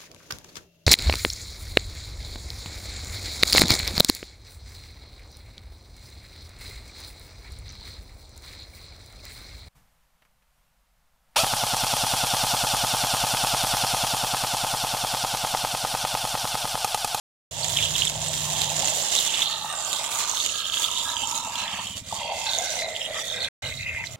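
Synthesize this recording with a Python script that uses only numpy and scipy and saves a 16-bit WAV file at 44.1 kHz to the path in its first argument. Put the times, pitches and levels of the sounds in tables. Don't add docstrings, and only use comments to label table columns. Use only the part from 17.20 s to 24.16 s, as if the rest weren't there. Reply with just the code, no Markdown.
import sys
import numpy as np
from scipy import signal
from scipy.io import wavfile
from scipy.ndimage import uniform_filter1d

SR = 44100
rng = np.random.default_rng(int(sys.argv[2]) if len(sys.argv) > 2 else 0)


def wav_out(sig):
    wavfile.write(sys.argv[1], SR, np.round(np.clip(np.atleast_2d(sig).T, -1, 1) * 32767).astype(np.int16))


N = 306936
TIME = np.arange(N) / SR


def gain_of(db):
    return 10 ** (np.asarray(db) / 20)


def follow(curve, column=1):
    rows = np.array(curve)
    return np.interp(TIME, rows[:, 0], rows[:, column])


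def wander(rate_hz, count=8):
    t = np.linspace(0, N / SR, 400)
    speed, phase = rng.random((2, count, 1))
    sines = np.sin(2 * np.pi * (rate_hz * speed * t + phase))
    return np.interp(TIME, t, sines.sum(0) * np.sqrt(2 / count))


def steady(x, size=3500):
    power = uniform_filter1d(uniform_filter1d((x ** 2).mean(0), size), size)
    return x / np.sqrt(abs(power) + 1e-12)


def tilt(db):
    return gain_of(np.outer([-.5, .5], db))


def colour(x, points, column=1, size=4096):
    rows = np.array(points)
    hz = abs(np.fft.fftfreq(size, 1 / SR))
    level_db = np.interp(np.log(hz + 1), np.log(rows[:, 0]), rows[:, column])
    log_gain = np.log(gain_of(level_db))
    taps = np.fft.ifft(np.exp(np.conj(signal.hilbert(log_gain)))).real[:size // 2]
    return signal.oaconvolve(x, taps.reshape((1,) * (x.ndim - 1) + (-1,)), axes=-1)[..., :N]


def resonate(x, hz, width_hz):
    turn = np.exp(2j * np.pi * np.cumsum(hz * np.ones(x.shape[-1])) / SR)
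    r = np.exp(-np.pi * width_hz / SR)
    slow = signal.lfilter([(1 - r) ** 2], [1, -2 * r, r * r], x * turn.conj() + 1e-18)
    return 2 * (turn * slow).real


def around(x, hz, half_width_hz, order=4):
    turn = np.exp(2j * np.pi * np.cumsum(hz) / SR)
    lowpass = signal.butter(order, half_width_hz, fs=SR, output="sos")
    slow = signal.sosfilt(lowpass, x * turn.conj() + 1e-18)
    return 2 * (turn * slow).real


def focus(crowd, pitch_hz, share, width_hz):
    enclosed = np.clip(share, 0, 1)
    cavity = steady(resonate(crowd, pitch_hz, width_hz))
    return steady((1 - enclosed) * steady(crowd) + enclosed * cavity)


def drops(per_s, spread_db, wash, size=5):
    strength = gain_of(spread_db * np.minimum(rng.exponential(1, N), 3.8)) * rng.choice([-1, 1], N)
    clicks = strength * (rng.random(N) < per_s / SR)
    arrival = (np.arange(N) + rng.integers(-1, size, N)) % N
    pair = np.array([np.bincount(arrival, clicks, N), clicks])
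    return pair / pair.std() + wash * rng.standard_normal((2, N))


def bubbles(s, height, hz, cycles, lag, size):
    place = ((s * SR).astype(int)[:, None] + np.arange(size)).ravel()
    t = np.arange(size) / SR
    out = []
    for delay in (lag, 0 * lag):
        turns = np.maximum(t - delay[:, None], 0) * hz[:, None]
        age = turns / cycles[:, None]
        envelope = (age * np.exp(1 - age)) ** 3
        ring = envelope * np.sin(2 * np.pi * turns * (1 + 0.018 * (age - 2)))
        out.append(np.bincount(place, (height[:, None] * ring).ravel(), N)[:N])
    return np.array(out)


def swarm(pitch_hz, scatter, cycles, spread_db, lag_s, count, size):
    when, big, ring, place, sign = rng.random((5, count))
    s = when * N / SR
    hz = np.interp(s, TIME, pitch_hz) * np.exp(scatter * rng.standard_normal(count))
    height = gain_of(spread_db * np.minimum(-np.log(1 - big), 4.5)) * np.sign(sign - .5)
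    return bubbles(s, height, hz, cycles * (.5 + ring), lag_s * place, size)


def plops(rows, cycles, size):
    s, db, hz = np.transpose(rows)
    return bubbles(s, gain_of(db), hz, np.full(len(s), cycles), 0 * s, size)


def swell(start, length):
    rise_s, fade_s = 0.0087, 0.02
    near = (TIME > start - .1) & (TIME < start + length + .3)
    t = TIME[near] - start
    out = np.zeros(N)
    out[near] = np.clip(t / rise_s + 1, 0, 1) * np.exp(-np.maximum(t - length, 0) / fade_s)
    return out


def swells(rows, rest_db, rest_hz):
    power = gain_of(2 * rest_db) * np.ones(N)
    pull = power * rest_hz
    for start, length, db, hz in rows:
        extra = (gain_of(db) * swell(start, length)) ** 2
        power, pull = power + extra, pull + extra * hz
    return np.sqrt(power), pull / power


# [t/s, spatter level/dB]
STREAM_FORCE = [(0.32, -43), (0.44, -35), (0.85, -34), (0.97, -39.5), (1.07, -35.5), (1.55, -34),
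                (1.68, -31), (1.85, -33.5), (1.96, -30), (2.15, -34), (2.42, -42.5), (2.52, -42),
                (2.66, -36), (3.26, -34), (3.46, -41), (3.6, -34), (3.84, -38), (4.15, -38), (4.4, -43),
                (4.68, -43), (4.74, -46.5), (4.78, -38), (4.82, -54), (4.86, -44.5), (4.95, -40.5),
                (5.08, -45.5), (5.38, -34.5), (5.6, -35.5), (5.75, -44), (6.0, -39.5), (6.22, -41),
                (6.46, -39.5), (6.6, -50.5), (6.95, -48.5)]


def force_db():
    return follow(STREAM_FORCE) + 36


def chinks(hits, low_hz=4400, high_hz=8400, width_hz=380, count=8):
    rings = 0
    for hz in np.geomspace(low_hz, high_hz, count):
        open_db = 16.0 * np.clip(wander(rate_hz=8), -2, 1)
        moving_hz = hz * (1 + 0.0091 * wander(rate_hz=12))
        rings = rings + resonate(hits, moving_hz, width_hz) * gain_of(open_db)
    return steady(rings) * tilt(12.0)


# [t/s, depth from 0 on bare shells to 1 down between the eggs]
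LANDING_DEPTH = [(2.1, 0.25), (2.4, 0.44), (2.65, 0.79), (3.0, 0.44), (3.3, 0.53), (4.2, 0.7), (4.5, 0.66),
                 (5.1, 0.36), (5.8, 0.79), (6.45, 0.72)]
# [t/s, extent from 0 hidden under the eggs to 1 an open pool]
POOL_EXTENT = [(2.2, 0.038), (4.3, 0.092), (4.8, 0.44), (5.3, 0.92), (6.9, 0.83)]
# [f/Hz, left level/dB, right level/dB]
SPATTER_SPECTRUM = [(149, -28, -24), (356, -11.5, -4), (1240, -24.5, -8.5), (2210, -41, 0), (3330, -0.5, 6),
                    (4230, -2.5, 4), (4500, 0, 0.5), (6850, -8.5, 7), (7370, -14.5, 5.5), (8030, 2.5, -3),
                    (9200, -11, -10.5), (10800, -39.5, -9), (15900, -53, -36.5)]
# [f/Hz, level/dB]
SLAP_SPECTRUM = [(100, -9.5), (250, -15), (450, -12), (950, 11), (1400, 0), (2100, 12.5), (2700, 15.5),
                 (4000, -27), (9000, -47)]
# [t/s, relative level/dB]
SLAP_LEVEL = [(0.4, -5.5), (1.7, -4), (2.0, -8), (2.2, 2), (2.45, -11), (2.95, -3.5), (3.15, -8),
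              (3.4, -13), (3.65, -7), (4.1, -5), (4.5, 6), (5.0, -20), (5.8, -25), (6.1, -14)]
# [t/s, level relative to the spatter/dB, f/Hz]
BEAD_WHISTLE = [(0.4, -1.5, 7180), (2.1, -1, 7090), (2.45, -3.5, 7030), (2.75, -5.5, 7430), (3.05, 1, 6780),
                (3.4, -3, 6660), (3.6, -1, 7100), (4.2, 2, 6950), (4.6, -1, 7130), (5.05, -3.5, 7160),
                (5.35, -1.5, 6650), (5.62, -5.5, 6400), (5.8, -5.5, 7300), (6.2, -9, 6700),
                (6.9, -1.5, 7030)]
# [f/Hz, level/dB]
MIST_SPECTRUM = [(4000, -61), (8000, 5), (10500, 5.5), (13000, 2.5), (16000, -1)]


def spatter():
    hits, sunk = drops(per_s=1700, spread_db=4.0, wash=0.5), follow(LANDING_DEPTH)
    left = colour(hits[0], SPATTER_SPECTRUM, column=1)
    right = colour(hits[1], SPATTER_SPECTRUM, column=2)
    body = steady(np.array([left, right]))
    slap = steady(colour(hits, SLAP_SPECTRUM)) * gain_of(follow(SLAP_LEVEL)) * tilt(1.3)
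    bead_hz = follow(BEAD_WHISTLE, column=2) + 130 * wander(rate_hz=5.5)
    beads = swarm(bead_hz, scatter=0.087, cycles=3.84, spread_db=4.0, lag_s=0.00026, count=6000, size=224)
    beads = focus(beads, bead_hz, share=0.34 + 0.091 * sunk, width_hz=800)
    beads = beads * gain_of(follow(BEAD_WHISTLE)) * tilt(12.0)
    haze = hits + 1.0 * rng.standard_normal((2, N))
    mist_db = -5.0 - 4.5 * follow(POOL_EXTENT) + 2.04 * wander(rate_hz=4.5)
    mist = steady(colour(haze, MIST_SPECTRUM)) * gain_of(mist_db) * tilt(2.9)
    shells = gain_of(6.5 - 7.4 * sunk) * body + gain_of(0.5) * sunk ** 2 * chinks(hits)
    flicker_db = (1.86 + follow(POOL_EXTENT)) * wander(rate_hz=17)
    return (shells + slap + beads + mist) * gain_of(follow(STREAM_FORCE) + flicker_db)


# [start t/s, length t/s, level/dB, f/Hz]
BUBBLE_FLURRIES = [(0.424, 0.15, -38.5, 3600), (0.567, 0.092, -28.5, 3290), (0.56, .06, -38.5, 2240),
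                   (0.746, 0.098, -32, 3450), (1.352, 0.15, -33.5, 3320), (1.924, 0.28, -33, 3430),
                   (2.048, 0.15, -35, 2850), (2.22, 0.011, -29, 3600), (2.26, 0.068, -31, 3700),
                   (2.333, 0.1, -39, 3750), (2.714, 0.089, -36.5, 3580), (2.798, 0.27, -42.5, 2400),
                   (3.174, 0.3, -34, 3420), (3.523, 0.29, -32.5, 3310), (3.826, 0.12, -36, 3560),
                   (3.965, 0.082, -36, 3100), (4.142, 0.086, -38, 3790), (4.35, 0.26, -36.5, 3160),
                   (4.446, 0.17, -43, 2010), (4.636, 0.069, -42.5, 2990), (4.996, 0.29, -42.5, 2400),
                   (5.269, 0.095, -31, 3880), (5.368, 0.17, -38.5, 4180), (5.52, 0.14, -39.5, 2150),
                   (5.583, 0.1, -38, 3830), (5.75, .02, -34.5, 3180), (5.793, 0.065, -34.5, 3100),
                   (5.968, 0.014, -36, 1950), (5.904, 0.1, -37, 3340), (6.041, 0.13, -35, 3760),
                   (6.138, 0.39, -38.5, 2240), (6.201, 0.054, -32, 3780), (6.43, 0.2, -41.5, 4000),
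                   (6.59, 0.066, -35.5, 2320), (6.669, 0.023, -27.5, 2500), (6.704, .13, -33.5, 2220)]
DEEP_BELOW_HZ = 2700


def fizz():
    small = [row for row in BUBBLE_FLURRIES if row[3] >= DEEP_BELOW_HZ]
    rest_db = -42 + 0.78 * force_db() + 2 * follow(POOL_EXTENT)
    level, hz = swells(small, rest_db, rest_hz=3530)
    hz = hz + 50 * wander(rate_hz=9)
    crowd = swarm(hz, scatter=0.11, cycles=3.56, spread_db=3.0, lag_s=.0001, count=5600, size=320)
    crowd = around(crowd, hz, half_width_hz=920)
    crowd = focus(crowd, hz, share=0.73 * follow(LANDING_DEPTH), width_hz=1100)
    return crowd * level * gain_of(0.97 + 1.8 * wander(rate_hz=22)) * tilt(7.3)


# [delay t/s, gain/1]
NEAR_ECHOES = [(.00062, 0.57), (.00105, -0.69), (.0015, 0.47), (.0021, -0.53), (.0031, .25),
               (.00385, 0.063)]


def in_pot(x, depth=0.9, drift_s=0.00012, oversampling=4):
    fine = signal.resample_poly(x, oversampling, 1, axis=1)
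    sunk, out = depth * follow(LANDING_DEPTH) ** 2, x.copy()
    for delay, gain in NEAR_ECHOES:
        for port in range(2):
            at = (TIME - delay - drift_s * wander(rate_hz=.7)) * SR * oversampling
            out[port] += gain * sunk * fine[port, np.clip(at, 0, N * oversampling - 1).astype(int)]
    return out / np.sqrt(1 + sunk ** 2 * sum(gain ** 2 for _, gain in NEAR_ECHOES))


# [lower f/Hz, upper f/Hz]
LOST_BAND = (1420, 2450)


def muffled(x, depth=0.6):
    band = signal.butter(2, LOST_BAND, "bandpass", fs=SR, output="sos")
    middle = signal.sosfiltfilt(band, x)
    return x - np.clip(depth * follow(LANDING_DEPTH) * (1 - follow(POOL_EXTENT)), 0, 1) * middle


def surge_db():
    crest_s, period_s, depth_db = 5.13, 0.265, 2.5
    return depth_db * follow(POOL_EXTENT) * np.cos(2 * np.pi * (TIME - crest_s) / period_s)


# [t/s, level/dB, f/Hz, enclosed share from 0 to 1]
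AIR_POCKET = [(0.32, -47, 650, 0), (0.42, -35.5, 725, 0.1), (0.84, -46, 737, 0.15), (0.99, -36, 785, 0.2),
              (1.09, -38, 716, .1), (1.17, -50, 815, 0.1), (1.26, -37, 864, 0.04), (1.72, -34, 749, 0.13),
              (2.05, -45.5, 818, 0.52), (2.42, -38.5, 874, 0.63), (2.69, -38, 804, 0.12),
              (3.12, -37.5, 1030, 0.4), (3.3, -57, 926, 0.8), (3.46, -60, 920, 0.2), (3.56, -44, 960, 0.7),
              (3.8, -38.5, 987, 0.74), (4.12, -34.5, 925, 0.68), (4.6, -37.5, 1003, 0.26),
              (4.74, -54, 980, .5), (4.89, -66, 890, 0), (4.93, -38.5, 850, 0.1), (5.03, -33, 788, 0.33),
              (5.13, -34.5, 766, 0.2), (5.24, -37, 820, 0.33), (5.4, -34, 712, 0.28),
              (5.65, -37, 662, 0.41), (6.25, -44.5, 571, 0.2), (6.46, -44, 624, 0.33),
              (6.52, -52, 610, 0.5), (6.6, -68, 630, 0.7), (6.95, -54, 662, 0.8)]
# [f/Hz, level/dB]
SLOSH_SPECTRUM = [(120, -9.5), (250, -9.5), (370, -17), (500, -1.5), (640, 0), (850, -11.5), (1500, -9.5),
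                  (4000, -82)]


def gurgle():
    hz = follow(AIR_POCKET, column=2) * (1 + 0.019 * wander(rate_hz=9))
    enclosed = follow(AIR_POCKET, column=3)
    crowd = swarm(hz, scatter=0.2515, cycles=2.75, spread_db=0.1, lag_s=0.0001, count=3000, size=640)
    crowd = around(crowd, hz, half_width_hz=306)
    crowd = signal.sosfilt(signal.butter(6, 490, "highpass", fs=SR, output="sos"), crowd)
    bubbling_db = 1.4 * (1 - enclosed) * wander(rate_hz=14)
    pockets = focus(crowd, hz, share=0.97 * enclosed, width_hz=174)
    pockets = pockets * gain_of(follow(AIR_POCKET) - 1.5) * tilt(0.82)
    slosh = steady(colour(drops(per_s=900, spread_db=4.5, wash=0.13), SLOSH_SPECTRUM))
    widening_db = np.interp(TIME, [5.4, 5.95], [0, 5.5])
    slosh_db = -49.5 + 0.62 * force_db() + widening_db + 0.6 * surge_db()
    return (pockets + slosh * gain_of(slosh_db) * tilt(1.4)) * gain_of(surge_db() + bubbling_db)


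# [f/Hz, width f/Hz, level/dB]
POT_AIR_MODES = [(1536, 130, -5), (2035, 290, 8), (2487, 430, 4.5)]
# [t/s, pitch relative to the full pot/1]
AIR_TUNING = [(4.6, 0.9), (5.05, 1.02), (5.5, 1.04), (5.9, 0.94), (6.45, 1.03), (6.65, 1.02)]


def hollow():
    deep = [row for row in BUBBLE_FLURRIES if row[3] < DEEP_BELOW_HZ]
    pool = follow(POOL_EXTENT)
    rest_db = -54.5 + 15 * pool + 0.58 * force_db()
    level, hz = swells(deep, rest_db, rest_hz=2550 - 450 * pool)
    crowd = swarm(hz, scatter=0.092, cycles=2.5, spread_db=2.0, lag_s=0.00016, count=5000, size=384)
    air = 0
    for mode_hz, width_hz, db in POT_AIR_MODES:
        air = air + gain_of(db) * resonate(crowd, mode_hz * follow(AIR_TUNING), width_hz)
    return steady(0.76 * crowd + pool * air) * level * gain_of(1.0 * wander(rate_hz=14)) * tilt(0.53)


# [f/Hz, level/dB]
RUMBLE_SPECTRUM = [(15, -10), (35, -34), (60, -6), (80, 0), (110, 1), (135, -3), (180, -10.5), (300, -22),
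                   (700, -38)]
# [t/s, level/dB]
RUMBLE_LEVEL = [(0.32, -47.5), (0.6, -42), (1.62, -46.5), (1.9, -59), (3.6, -60.5), (4.0, -56.5),
                (5.2, -58), (6.05, -58), (6.45, -46.5), (6.95, -48.5)]
# [t/s, level/dB]
HUM_LEVEL = [(0.32, -50), (0.5, -44), (1.2, -40), (1.68, -45), (1.9, -58.5), (2.48, -56), (2.65, -69.5)]
# [t/s, level/dB]
DRONE_LEVEL = [(0.32, -58), (1.6, -48.5), (1.9, -54), (2.9, -65.5), (6.9, -57.5)]


def drumming():
    def push(apart):
        return rng.standard_normal(N) + apart * rng.standard_normal((2, N))
    rumble = steady(colour(push(0.85), RUMBLE_SPECTRUM), size=9000) * gain_of(follow(RUMBLE_LEVEL) + 3.0)
    hum_hz = np.interp(TIME, [.4, 2.4], [151.5, 156]) + 0.9 * wander(rate_hz=5.4)
    hum = np.sqrt(2) * np.sin(2 * np.pi * np.cumsum(hum_hz) / SR)
    hum = hum * gain_of(follow(HUM_LEVEL) + 0.95 * wander(rate_hz=9.6))
    knocks = push(0.25)
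    drone = resonate(knocks, 192, width_hz=28) + gain_of(-10.0) * resonate(knocks, 276.0, width_hz=65)
    return rumble + hum + steady(drone) * gain_of(follow(DRONE_LEVEL) - 3.0)


# [t/s, level/dB, f/Hz, left minus right level/dB]
LOUD_BUBBLES = [(0.432, -20, 4400, -13), (0.4445, -13, 7030, -7), (0.4839, -16, 6890, -11),
                (0.5712, -9, 3320, -4.5), (0.5874, -12.5, 2730, -5.5), (0.6341, -13.5, 3250, -3),
                (0.7533, -14.5, 3480, -6.5), (0.7812, -18, 7400, -6.5), (0.8022, -26, 3000, -7.5),
                (0.8202, -7, 3010, -8), (0.8344, -17, 3130, -9), (0.8516, -10.5, 7420, -15),
                (0.8715, -12, 3460, -15), (0.8784, -13, 3300, -6.5), (1.0846, -13.5, 8000, -4),
                (1.1513, -19, 7600, -6.0), (1.4168, -15, 4000, -4), (1.6458, -16, 7440, -12),
                (1.6584, -11, 7000, -17), (1.6744, -17, 6850, -8), (1.7012, -12.5, 7450, -8.0),
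                (1.8279, -14.5, 7300, -7.5), (1.9511, -11.5, 6500, -15.5), (1.9606, -12, 3500, -8.0),
                (1.9804, -14, 3780, -7), (1.9874, -10.5, 3670, -6), (2.0768, -13.5, 7100, -14),
                (2.1412, -22, 3720, -6.0), (2.219, -7.5, 3480, -7), (2.2254, -12, 3400, -9.0),
                (2.6484, -15.5, 6440, -12), (2.7293, -17, 3760, -6), (3.0959, -13, 6600, -12),
                (3.1238, -19, 7110, -18), (3.1708, -17, 3650, -6.5), (3.2017, -13, 3580, -5),
                (3.261, -13, 7080, -14), (3.4551, -16, 3340, -3), (3.498, -16.5, 3180, -7.5),
                (3.5419, -11.5, 3220, -6.5), (3.5713, -15, 3320, -8.5), (3.6332, -15, 3370, -8.0),
                (3.6417, -11, 3450, -9.0), (3.6474, -12.5, 3330, -6.0), (3.9669, -15, 3160, -9.0),
                (4.0727, -15.5, 7000, -19), (4.3556, -16.5, 3200, -3), (4.4788, -18, 3330, -7.0),
                (4.6693, -20, 3100, -2), (4.7691, -27, 2970, -6), (5.2929, -13.5, 3810, -7.0),
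                (5.3862, -11.5, 6640, -19), (5.6211, -19, 2130, 0), (5.7629, -18, 3320, -8.0),
                (5.8162, -17, 3000, -12), (6.2462, -17, 3750, -4), (6.6623, -34, 2580, -7),
                (6.7471, -20, 2070, -1.0), (6.8394, -20.5, 2050, 5), (6.8504, -30, 5920, -9),
                (6.8698, -22, 4040, -9)]


def plips():
    s, db, hz, pan_db = np.transpose(LOUD_BUBBLES)
    cycles, sides = np.clip(hz * 0.0011, 1.2, 5), tilt(-pan_db)
    heights = gain_of(db) * sides / sides.mean(0)
    return np.array([bubbles(s, height, hz, cycles, 0 * s, size=512)[0] for height in heights])


# [t/s, relative level/dB]
SHARP_DROPS = [(0.4455, -2), (0.572, -5), (0.7822, -3), (0.8525, -4), (0.898, -1.5), (1.21, -17),
               (1.418, 2), (1.72, -17), (1.952, 1), (2.22, -14), (2.5272, -11), (2.73, -2), (3.263, 0),
               (3.5912, -14), (4.074, -21), (4.115, -5), (4.357, -13), (4.77, -12), (5.3867, -10)]


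def ticks():
    clicks = np.zeros(N)
    for s, db in SHARP_DROPS:
        clicks[round(s * SR)] = gain_of(db - 6.0)
    t = np.arange(384) / SR
    snap = rng.standard_normal((2, len(t))) * np.exp(-t / 0.00045)
    snaps = signal.oaconvolve(clicks[None], snap, axes=1)[:, :N]
    return 0.2 * colour(snaps, MIST_SPECTRUM) + 0.8 * colour(snaps, SPATTER_SPECTRUM, column=2) * tilt(6.4)


# [t/s, level/dB, f/Hz]
BURSTING_POCKETS = [(1.101, -29, 590), (1.516, -24, 762), (1.631, -22, 766), (2.445, -23.5, 870),
                    (2.536, -29, 785), (3.135, -23.5, 990), (3.876, -26, 960), (4.196, -39, 904),
                    (4.272, -23, 912), (4.925, -17.5, 830), (5.067, -36, 835), (5.119, -17, 790),
                    (5.384, -22.5, 676), (5.424, -30, 697), (5.468, -38, 740), (5.538, -26, 644),
                    (5.643, -28, 638), (5.663, -33, 646), (5.68, -27, 665), (5.908, -26, 624)]


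def gulps():
    return plops(BURSTING_POCKETS, cycles=1.9, size=1024)


# [start t/s, length t/s, level/dB, first f/Hz, last f/Hz]
NARROW_GAPS = [(2.162, 1.03, -41.5, 1220, 1200), (2.298, 0.32, -49, 1810, 1830),
               (2.31, 0.47, -46, 2770, 2800), (2.52, 0.65, -46.5, 1470, 1440),
               (3.15, 0.45, -50, 2800, 2730), (3.257, 1.25, -43.5, 1265, 1255),
               (3.308, 0.31, -48.5, 1640, 1600), (3.843, 0.13, -46.5, 1650, 1670),
               (4.26, .38, -41, 2740, 2760), (4.32, 0.25, -45.5, 1640, 1710),
               (4.337, 0.31, -47, 4640, 4450), (4.656, 0.09, -40, 3100, 3010),
               (4.91, 0.05, -42, 1150, 1060), (4.95, 0.34, -41, 940, 893), (4.972, 0.25, -40, 3200, 3320),
               (5.26, 0.31, -45.5, 1560, 1540), (5.95, 0.031, -45, 1200, 1240),
               (6.1, 0.38, -45.5, 1590, 1540), (6.013, 0.21, -41, 3420, 3770),
               (6.435, 0.025, -39.5, 2940, 2950), (6.779, 0.04, -43.5, 940, 920),
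               (2.247, .1, -41, 4350, 4300), (2.5, 0.49, -45, 8420, 8600), (2.36, 0.28, -44, 3650, 3780),
               (2.556, 0.21, -36, 7300, 7140), (2.993, 0.47, -43.5, 4200, 4340),
               (3.0, 1.56, -52.5, 5200, 5300), (4.357, 0.1, -38.5, 4130, 4050),
               (4.893, 0.41, -46, 4520, 4560), (4.996, 0.29, -41, 2800, 2600),
               (5.208, 0.41, -47.5, 5560, 5720), (5.54, 0.51, -44.5, 2110, 1940),
               (6.658, .16, -44, 2130, 2010)]


def gaps():
    trickle, out = drops(per_s=1200, spread_db=4.5, wash=0.46), np.zeros((2, N))
    for start, length, db, first_hz, last_hz in NARROW_GAPS:
        shape = swell(start, length)
        live = shape > .01
        hz = np.interp(TIME[live], [start, start + length], [first_hz, last_hz])
        width_hz = 104 + 0.043 * first_hz
        ring = steady(resonate(trickle[:, live], hz, width_hz))
        out[:, live] += ring * shape[live] * gain_of(db) * tilt(3.8 * np.log2(first_hz / 1000))
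    return out * gain_of(2.8 * wander(rate_hz=6.2))


# [t/s, thump level/dB, lower ring level/dB, upper ring level/dB]
PUTTER_LEVELS = [(3.6, -66, -67, -66), (4.03, -52.5, -63, -54.5), (4.3, -63, -58, -56),
                 (4.55, -58.5, -50.5, -58.5), (4.8, -46, -52, -55.5), (5.0, -51.5, -51.5, -60),
                 (5.3, -63.5, -67, -64.5), (5.6, -76, -77, -84)]
# [f/Hz, width f/Hz]
PUTTER_MODES = [(93, 56), (190, 36), (250, 34)]


def putter():
    period_s, beat_s = 0.0567, 4.811
    count = np.floor((TIME - beat_s + 0.00088 * wander(rate_hz=6)) / period_s)
    beats = np.diff(count, prepend=count[0]) * gain_of(2.2 * wander(rate_hz=10))
    out = 0
    for column, (hz, width_hz) in enumerate(PUTTER_MODES, 1):
        ring = resonate(beats, hz, width_hz)
        out = out + ring / ring.std() * gain_of(follow(PUTTER_LEVELS, column))
    return out


# [t/s, level/dB, f/Hz]
WATER_SLUGS = [(6.435, -34, 95), (6.477, -34, 120), (6.505, -37, 85), (6.553, -35, 125), (6.597, -34, 108),
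               (6.627, -39, 101), (6.738, -31.5, 104), (6.934, -36, 100)]


def thuds():
    return plops(WATER_SLUGS, cycles=1.0, size=3000)


def walls(x, t60=0.06, size=3000):
    t = np.arange(size) / SR
    sparse = rng.standard_normal((2, size)) * (rng.random((2, size)) < .12)
    taps = sparse * gain_of(-60 * t / t60) * (t > .003)
    taps /= np.linalg.norm(taps, axis=1, keepdims=True)
    return signal.oaconvolve(x, taps, axes=1)[:, :N]


def scene():
    side_db = np.interp(TIME, [4.0, 5.2], [.3, -1.8])
    splash = muffled(in_pot(spatter() + fizz())) * tilt(side_db)
    water = splash + gurgle() + hollow() + plips() + ticks() + gulps() + gaps()
    return gain_of(-0.7) * water + gain_of(-10.5) * walls(water) + drumming() + putter() + thuds()


# [on t/s, off t/s]
LIVE_SPANS = [(0.311, 6.286), (6.422, 7.0)]


def record(dry):
    spans = sum(1. * ((TIME > on) & (TIME < off)) for on, off in LIVE_SPANS)
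    live = uniform_filter1d(spans, size=100)
    lowpass = signal.firwin(401, 16100, window=("kaiser", 9), fs=SR)
    return signal.oaconvolve(dry * live, lowpass[None], "same")


dry = scene()
out = record(dry)
wav_out(out)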